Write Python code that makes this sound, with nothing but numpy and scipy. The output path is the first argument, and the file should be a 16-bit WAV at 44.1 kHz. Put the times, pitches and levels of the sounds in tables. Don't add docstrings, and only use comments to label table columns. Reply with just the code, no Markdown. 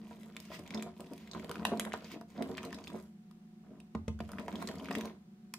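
import sys
import numpy as np
from scipy import signal
from scipy.fft import rfft, irfft
from scipy.io import wavfile
from scipy.ndimage import uniform_filter1d

SR = 44100
rng = np.random.default_rng(int(sys.argv[2]) if len(sys.argv) > 2 else 0)


def store_pcm(level_fs):
    pcm = np.round(np.clip(level_fs, -1, 1) * 32767).astype(np.int16)
    wavfile.write(sys.argv[1], SR, np.atleast_2d(pcm).T)


N = 246078
T = np.arange(N) / SR


# pitch_hz, gain_db
DOUGH_TONE = [(90, -26), (135, -5.5), (170, 11), (230, 8.5), (320, 2.5), (650, -4.5), (1050, -8),
              (1800, -15), (4000, -14.5)]
# pitch_hz, gain_db
CRACKLE_TONE = [(400, 0), (1000, -11), (2000, 3), (4000, -3.5), (6000, -8), (8000, -16.5), (11000, -18),
                (15000, -12)]

def stirring(squelch_gain, crackle_gain):
    folds = swarm(per_s=800, lo_hz=124.6, hi_hz=1980, cycles=8.1, spread_db=5, most_db=11)
    squelch = unit(colour(folds, DOUGH_TONE))
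    ticks = swarm(per_s=330, lo_hz=1000, hi_hz=7000, cycles=6, spread_db=4, most_db=12)
    ticks = band(colour(ticks, CRACKLE_TONE), 600, 7000)
    smear = colour(noise(N), CRACKLE_TONE) * undb(2 * drift(40) + 7.2 * drift(15))
    crackle = undb(-5.5) * unit(ticks) + undb(-4) * unit(smear)
    return squelch * squelch_gain + crackle * crackle_gain


def push(start_s, length_s, rise_s=0.029, settle_s=0.28):
    rise = np.clip(1 + (T - start_s) / rise_s, 0, 1)
    return rise * fade(np.maximum(T - start_s - length_s, 0), settle_s)


# start_s, length_s
STIRRING_SPELLS = [(-0.05, 0.88), (0.974, 1.135), (2.301, 0.724), (4.21, 0.78)]

def moving():
    return sum(push(start_s, length_s) ** 2 for start_s, length_s in STIRRING_SPELLS)


# start_s, length_s, squelch_db, crackle_db
HAND_STROKES = [(0.0, 0.42, -62.5, -69), (0.512, 0.4, -56, -63.5), (0.727, 0.098, -47, -56),
                (1.028, 0.12, -56, -81), (1.345, 0.089, -48, -59), (1.5, 0.38, -44.5, -57),
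                (1.94, 0.11, -52.5, -59), (2.123, 0.012, -48, -54.5), (2.366, 0.19, -48, -57.5),
                (2.574, 0.16, -49, -59), (2.754, 0.22, -50, -63), (3.654, 0.14, -61.5, -80),
                (4.311, 0.23, -50, -63), (4.526, 0.52, -46, -57.5), (4.898, 0.18, -45.5, -56)]

def effort():
    squelch_power = moving() * undb(-60) ** 2
    crackle_power = moving() * undb(-66.5) ** 2
    for start_s, length_s, squelch_db, crackle_db in HAND_STROKES:
        shape = push(start_s, length_s)
        squelch_power += (undb(squelch_db) * shape) ** 2
        crackle_power += (undb(crackle_db) * shape) ** 2
    return np.sqrt(squelch_power), np.sqrt(crackle_power)


# start_s, relative_level_db, pitch_hz, relative_snap_db
BURSTING_POCKETS = [(0.2314, -46.5, 2150, -60.5), (0.365, -28, 2270, -46.5), (0.4006, -55, 3980, -48.5),
                    (0.4514, -42, 4840, -57.5), (0.5467, -44, 1200, -59.5), (0.5911, -60, 1630, -54.5),
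                    (0.6619, -39, 2270, -65), (0.6754, -43, 2050, -55), (0.7051, -31, 2200, -52.5),
                    (0.738, -32.5, 2180, -70), (0.7450, -29, 5160, -54), (0.7743, -33.5, 3540, -76),
                    (0.795, -34.5, 2430, -71), (0.8235, -29.5, 2380, -45), (0.8305, -48, 1230, -55),
                    (1.0044, -49, 1020, -51), (1.1332, -59, 1230, -53), (1.1776, -56, 1970, -54.5),
                    (1.2735, -40.5, 2060, -62), (1.3127, -31, 4400, -66), (1.3328, -33.5, 3970, -70),
                    (1.3957, -35, 2100, -56.5), (1.444, -38, 1900, -51.5), (1.493, -31, 1080, -48),
                    (1.5125, -31, 1400, -44), (1.5552, -30, 1490, -53.5), (1.6674, -34, 4300, -49.5),
                    (1.6921, -35, 1700, -67), (1.7724, -46, 3880, -54), (1.8063, -27.5, 2360, -55),
                    (1.8497, -32, 1710, -45), (1.92, -29, 1950, -73), (1.9322, -27, 2740, -49),
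                    (1.9739, -45, 1240, -59), (2.0438, -36, 4600, -73), (2.116, -38, 2060, -53.5),
                    (2.4225, -31.5, 2060, -45.5), (2.5137, -45, 1230, -59), (2.5705, -33, 4330, -50),
                    (2.5791, -23, 1820, -52), (2.6299, -39, 1150, -51.5), (2.6493, -34, 4100, -49.5),
                    (2.7053, -44, 1950, -61), (2.7268, -31, 1690, -51.5), (2.7435, -35, 3840, -57),
                    (2.7851, -39, 2430, -60), (2.8395, -35.5, 4600, -67), (2.8711, -30.5, 2620, -64),
                    (2.8767, -38, 3630, -53), (2.9004, -36, 1150, -61), (2.9983, -57.5, 1260, -62),
                    (3.3103, -52.5, 1220, -65.5), (3.8009, -44, 2660, -61.5), (4.1895, -44, 1490, -63),
                    (4.3166, -39, 1180, -51), (4.3325, -36, 1400, -70), (4.3836, -28, 1720, -62),
                    (4.3954, -39, 1220, -54.5), (4.5254, -34, 1470, -57), (4.5555, -32, 3200, -57),
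                    (4.6233, -27, 990, -48.5), (4.6728, -27, 4200, -48), (4.6867, -28, 1800, -48),
                    (4.7125, -42, 1840, -58), (4.755, -42, 2000, -59), (4.783, -39.5, 4500, -62),
                    (4.7985, -38, 3040, -67), (4.8438, -43, 2070, -53.5), (4.8555, -34, 1980, -58),
                    (4.8848, -31, 1510, -59), (4.9109, -27.5, 1850, -47.5), (4.926, -35, 5270, -66),
                    (4.9508, -22.5, 2100, -46), (4.983, -40, 2500, -49), (5.009, -35, 1590, -45),
                    (5.054, -40, 1170, -49), (5.5374, -30.5, 1290, -39)]
# pitch_hz, gain_db
SNAP_TONE = [(1500, -9), (3500, 2), (5600, -3), (7500, -5), (10500, -6.5), (12500, -9.5), (15500, -7.5)]

def smacks(snap_s=0.0058, spit_s=0.036, delay_s=0.001139):
    out, t = np.zeros(N), T[:2048]
    for start_s, db, hz, snap_db in BURSTING_POCKETS:
        rip = fade(t, snap_s) * (1 - fade(t, 0.00013))
        snap = unit(colour(noise(len(t)) * rip, SNAP_TONE))
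        spit = peak(band(noise(len(t)) * fade(t, spit_s), 0.81 * hz, min(1.7 * hz, 6800)))
        ring = peak(pocket(hz, cycles=5 + 0.006 * hz, glide=0.1))
        add(out, start_s + delay_s, undb(db - 3) * ring)
        add(out, start_s + delay_s, undb(db - 9.5) * spit + undb(snap_db - 8) * snap)
    return out


# start_s, relative_hollow_db, pitch_hz, relative_crack_db
FINGER_PULLS = [(1.6516, -15.5, 1180, -16), (1.797, -20, 1530, -11.5)]
# pitch_hz, gain_db
CRACK_TONE = [(900, 4), (2200, 4.5), (3500, -5), (5800, -4), (7300, 7), (8500, 2), (10500, 6.5), (11700, 3),
              (14500, -7), (15500, -17.5)]

def pulls(hollow_s=0.014, crack_s=0.0012):
    out, t = np.zeros(N), T[:2048]
    for start_s, hollow_db, hz, crack_db in FINGER_PULLS:
        tear = undb(-15) * noise(len(t)) * fade(t, crack_s)
        tear[0] = 1
        add(out, start_s, undb(crack_db) * peak(colour(tear, CRACK_TONE)))
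        add(out, start_s, undb(hollow_db - 13) * peak(pocket(hz, cycles=0.6, glide=-0.3)))
        add(out, start_s, undb(hollow_db - 1.5) * puff(hollow_s, 0.58 * hz, 2.28 * hz))
    return out


# start_s, relative_level_db, pitch_hz
SUCTION_POPS = [(0.11, -38, 634), (0.503, -36.5, 570), (0.516, -36, 1020), (0.589, -45, 757),
                (0.997, -43, 760), (1.349, -30.5, 686), (1.938, -21.5, 1000), (2.021, -42.5, 585),
                (2.2119, -33, 660), (2.637, -31, 940), (4.291, -38, 1200), (4.4814, -26.5, 970),
                (4.619, -32, 960), (4.908, -25.5, 840), (5.049, -35.5, 1010)]

def sucks(tick_s=0.0016, hiss_s=0.07):
    out = np.zeros(N)
    for start_s, db, hz in SUCTION_POPS:
        add(out, start_s, undb(db - 9) * puff(tick_s, hz, 4 * hz, order=1))
        add(out, start_s, undb(db - 6.5) * puff(hiss_s, 0.36 * hz, 1.46 * hz))
        add(out, start_s + 0.00117, undb(db - 2) * peak(pocket(hz, cycles=3.4, glide=0.12)))
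    return out


# start_s, relative_air_db, air_hz, relative_dough_db, dough_hz
AIR_GULPS = [(0.586, -36.5, 350, -41, 217), (0.744, -34, 493, -34, 227), (0.768, -42, 443, -39, 227),
             (0.858, -36, 604, -57, 263), (0.996, -36, 454, -62, 238), (1.111, -35.5, 456, -41.5, 268),
             (1.353, -34, 417, -35, 231), (1.44, -37, 400, -37.5, 222), (1.496, -31.5, 430, -49, 233),
             (1.592, -52, 447, -37, 230), (1.664, -32, 626, -38, 210), (1.718, -23, 520, -30.5, 242),
             (1.778, -39, 470, -35, 229), (1.86, -33.5, 686, -43, 223), (2.138, -36, 432, -40, 315),
             (2.16, -42, 423, -42.5, 301), (2.381, -33.5, 543, -37, 250), (2.404, -29, 525, -30.5, 252),
             (2.493, -32, 386, -35, 203), (2.65, -32, 387, -45, 247), (2.941, -33.5, 447, -36.5, 200),
             (3.705, -44.5, 346, -46.5, 255), (4.333, -52, 450, -36.5, 207), (4.39, -38, 600, -34, 222),
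             (4.535, -38.5, 666, -36.5, 221), (4.622, -40, 428, -50, 232), (4.688, -34, 455, -37.5, 218),
             (4.818, -39.5, 450, -38, 268), (4.908, -35, 452, -48, 226), (4.97, -30, 400, -30, 234),
             (4.992, -40, 420, -36.5, 256)]

def gulps(count=7, sputter_s=0.026, heave_s=0.0063, sag_per_s=0.79):
    out, t = np.zeros(N), T[:4096]
    for start_s, air_db, hz, dough_db, dough_hz in AIR_GULPS:
        blips = np.zeros(len(t))
        for k, (when, pitch, size, slide) in enumerate(rng.random((count, 4))):
            along = (k + when) / count
            blip = pocket(hz * 2 ** (1.1 * (pitch - 0.5)), cycles=5.9, glide=slide - 0.5)
            blip_db = 0.71 * size - 7.5 * abs(along - 0.3)
            add(blips, sputter_s * along, (-1) ** k * undb(blip_db) * blip)
        heave = np.sin(2 * np.pi * dough_hz * t * (1 - sag_per_s * t)) * t * np.exp(-t / heave_s)
        rush = puff(0.12, 0.58 * hz, 1.75 * hz) * (1 - fade(t, 0.043))
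        add(out, start_s, undb(air_db - 3) * peak(blips) + undb(air_db - 10) * peak(rush))
        add(out, start_s, undb(dough_db) * peak(heave))
    return out


def fizz():
    prickle = swarm(per_s=600, lo_hz=4000, hi_hz=16000, cycles=2.5, spread_db=4, most_db=13)
    return undb(-70.5 + 3 * drift(13)) * unit(prickle) * np.sqrt(moving())


# pitch_hz, gain_db, fade_s
BOWL_NOTES = [(129, 3, 0.15), (152, 4.5, 0.18), (212, 3, 0.1), (248, -1, 0.16), (398, -4, 0.054),
              (597, -28, 0.056), (654, -19, 0.04), (890, -4, 0.097), (1046, -13, 0.09), (1218, -15, 0.091)]
# start_s, thud_db, thud_hz, ring_db, slap_db, slap_hz, thump_db, tick_db
BOWL_KNOCKS = [(3.9488, -25, 227, -32, -29, 784, -32, -38.5),
               (4.079, -23.5, 159, -30.5, -32.5, 517, -28, -34.5),
               (4.2027, -35, 202, -38, -30, 640, -39, -38.5)]

def knocks(delay_s=0.00071, table_hz=80.5):
    out, t = np.zeros(N), T[:SR // 2]
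    ring = sum((-1) ** k * undb(db) * note(t, hz, fade_s)
               for k, (hz, db, fade_s) in enumerate(BOWL_NOTES))
    thump = note(t, table_hz, fade_s=0.33) * (1 - fade(t, 0.028))
    press = 1 - fade(t, 0.003)
    for start_s, thud_db, thud_hz, ring_db, slap_db, slap_hz, thump_db, tick_db in BOWL_KNOCKS:
        thud = note(t, thud_hz, fade_s=0.045)
        slap = band(noise(len(t)) * fade(t, 0.025), 0.4 * slap_hz, 1.28 * slap_hz)
        tick = band(noise(len(t)) * fade(t, 0.021), 1900, 2630, order=1)
        parts = (thud_db, thud), (ring_db, ring), (slap_db, slap), (tick_db, tick), (thump_db, thump)
        add(out, start_s + delay_s, press * sum(undb(db) * peak(part) for db, part in parts))
    return out


def table_rumble(squelch_gain, shudder_s=1.33, rest_db=-81):
    shudder = sum(undb(thump_db - 21.5) * (T > start_s) * fade(np.maximum(T - start_s, 0), shudder_s)
                  for start_s, *_, thump_db, _ in BOWL_KNOCKS)
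    lean = undb(-38) * squelch_gain ** 0.53
    middle, side = (unit(band(noise(N), 68.6, 93.2)) for _ in range(2))
    return stereo(middle, undb(-13) * side) * np.sqrt(lean ** 2 + shudder ** 2 + undb(rest_db) ** 2)


# pitch_hz, gain_db, fade_s
ROOM_NOTES = [(119, -37, 0.84), (191.7, -6.5, 0.25), (219.1, 8.5, 0.42), (265.3, 6.5, 0.44),
              (311.4, 2, 0.25), (372.4, 8, 0.36), (459.7, 6, 0.13), (590.5, 1, 0.42), (638, 5.5, 0.11),
              (692, 7, 0.17), (965.5, 5, 0.083), (1040, 5, 0.09), (1230, 2, 0.17)]

def kitchen(sound, places=5, circle_s=0.55):
    t = T[:SR // 3]
    ringing = 0
    for hz, db, fade_s in ROOM_NOTES:
        gain = undb(db) * 2 * np.log(1000) / (fade_s * SR)
        ringing += gain * np.cos(2 * np.pi * hz * t) * fade(t, fade_s)
    out = np.array([sound, sound])
    place = T / circle_s * places
    for k in range(places):
        nearness = np.maximum(1 - np.abs((place - k + 1) % places - 1), 0)
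        bowl = echoes(db=-8, fade_s=0.022, start_s=0.0001, top_hz=16000)
        walls = echoes(db=-10.5, fade_s=0.26, start_s=0.005, top_hz=8500)
        out += signal.oaconvolve((sound * nearness)[None], ringing + bowl + walls, axes=1)[:, :N]
    return np.array([out[0], np.roll(out[1], 1)])


def echoes(db, fade_s, start_s, top_hz):
    t = T[:SR // 3]
    shape = fade(t, fade_s) * (t > start_s)
    middle, side = noise((2, len(t))) * undb(db) * shape / np.linalg.norm(shape)
    side = undb(5.5) * band(side, 3600, 19500, order=1) + undb(-1) * side
    return band(stereo(middle, side), 200, top_hz, order=1)


# pitch_hz, level_db
HUM_TONES = [(161, -77), (167.6, -64), (179.7, -72.5), (191.8, -64.5), (199.2, -61.5), (218, -58.5),
             (226.1, -68.5), (243, -77.5), (344, -78), (349, -75.5), (373, -77.5), (732.5, -79.5)]

def appliance_hum():
    hum = np.zeros(N)
    for hz, db in HUM_TONES:
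        phase = 2 * np.pi * (hz * T + rng.random()) + 0.15 * hz / 200 * drift(3)
        hum += undb(db + 1.8 * drift(4.15)) * np.sqrt(2) * np.sin(phase)
    return hum


# pitch_hz, gain_db
AIR_TONE = [(20, -9), (45, -34), (80, -43), (130, 0), (170, -2.5), (240, -5.5), (370, -11.5), (520, -17.5),
            (900, -21), (2000, -27), (5000, -33), (14000, -42), (16000, -37)]

def room_air():
    middle, side = (colour(noise(N), AIR_TONE) for _ in range(2))
    gain = undb(-74) / np.std(band(middle, 350, 16000))
    side = band(side, 1100, 21000, order=1) + undb(-9) * side
    return gain * stereo(middle, side)


def pocket(hz, cycles, glide):
    life_s = cycles / hz
    t = T[:int(life_s * SR) + 2]
    return np.sin(2 * np.pi * hz * t * (1 + glide * t / (2 * life_s))) * fade(t, life_s)


def swarm(per_s, lo_hz, hi_hz, cycles, spread_db, most_db):
    out = np.zeros(N)
    for when, pitch, size, life, slide in rng.random((int(per_s * N / SR), 5)):
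        hz = lo_hz * (hi_hz / lo_hz) ** pitch
        db = min(-spread_db * np.log(1 - size), most_db)
        ring = pocket(hz, cycles * (0.5 + life), glide=slide - 0.5)
        add(out, when * N / SR, np.sign(slide - 0.5) * undb(db) * hz * ring)
    return out


def puff(fade_s, lo_hz, hi_hz, order=2):
    t = T[:4096]
    return peak(band(noise(len(t)) * fade(t, fade_s), lo_hz, hi_hz, order))


def note(t, hz, fade_s):
    return np.sin(2 * np.pi * hz * t) * fade(t, fade_s)


def fade(t, fade_s):
    return np.exp(-np.log(1000) * t / fade_s)


def noise(size):
    return rng.standard_normal(size)


def drift(per_s):
    hold = int(SR / per_s)
    steps = np.repeat(noise(N // hold + 1), hold)
    return unit(uniform_filter1d(uniform_filter1d(steps, hold), hold)[:N])


def band(x, lo_hz, hi_hz, order=2):
    edges_hz = [lo_hz, min(hi_hz, SR / 2 - 100)]
    return signal.sosfilt(signal.butter(order, edges_hz, "band", fs=SR, output="sos"), x)


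def colour(x, tone, size=4096):
    hz, db = np.transpose(tone)
    grid_hz = np.maximum(np.fft.rfftfreq(size, 1 / SR), 1)
    gains = undb(np.interp(np.log(grid_hz), np.log(hz), db))
    folded = irfft(np.log(gains))
    folded[1:size // 2] *= 2
    folded[size // 2 + 1:] = 0
    return signal.fftconvolve(x, irfft(np.exp(rfft(folded))))[:len(x)]


def undb(db):
    return 10 ** (np.asarray(db) / 20)


def unit(x):
    return x / np.sqrt(np.mean(x ** 2))


def peak(x):
    return x / np.abs(x).max()


def stereo(middle, side):
    return middle + side * np.array([[1], [-1]])


def add(out, start_s, x):
    i = max(int(start_s * SR), 0)
    out[i:i + len(x)] += x[:max(len(out) - i, 0)]


def scene():
    squelch_gain, crackle_gain = effort()
    pops = smacks() + pulls() + sucks() + gulps()
    batter = band(stirring(squelch_gain, crackle_gain) + fizz() + pops, 87, 16000)
    bowl = undb(-3) * (batter + band(knocks(), 94, 24000, order=4))
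    return kitchen(bowl) + table_rumble(squelch_gain) + appliance_hum() + room_air()


def record(dry, balance_db=-0.3, top_hz=15450):
    balance = undb(stereo(0, balance_db / 2))
    return signal.sosfilt(signal.ellip(8, 0.2, 70, top_hz, fs=SR, output="sos"), balance * dry)


dry = scene()
out = record(dry)
store_pcm(out)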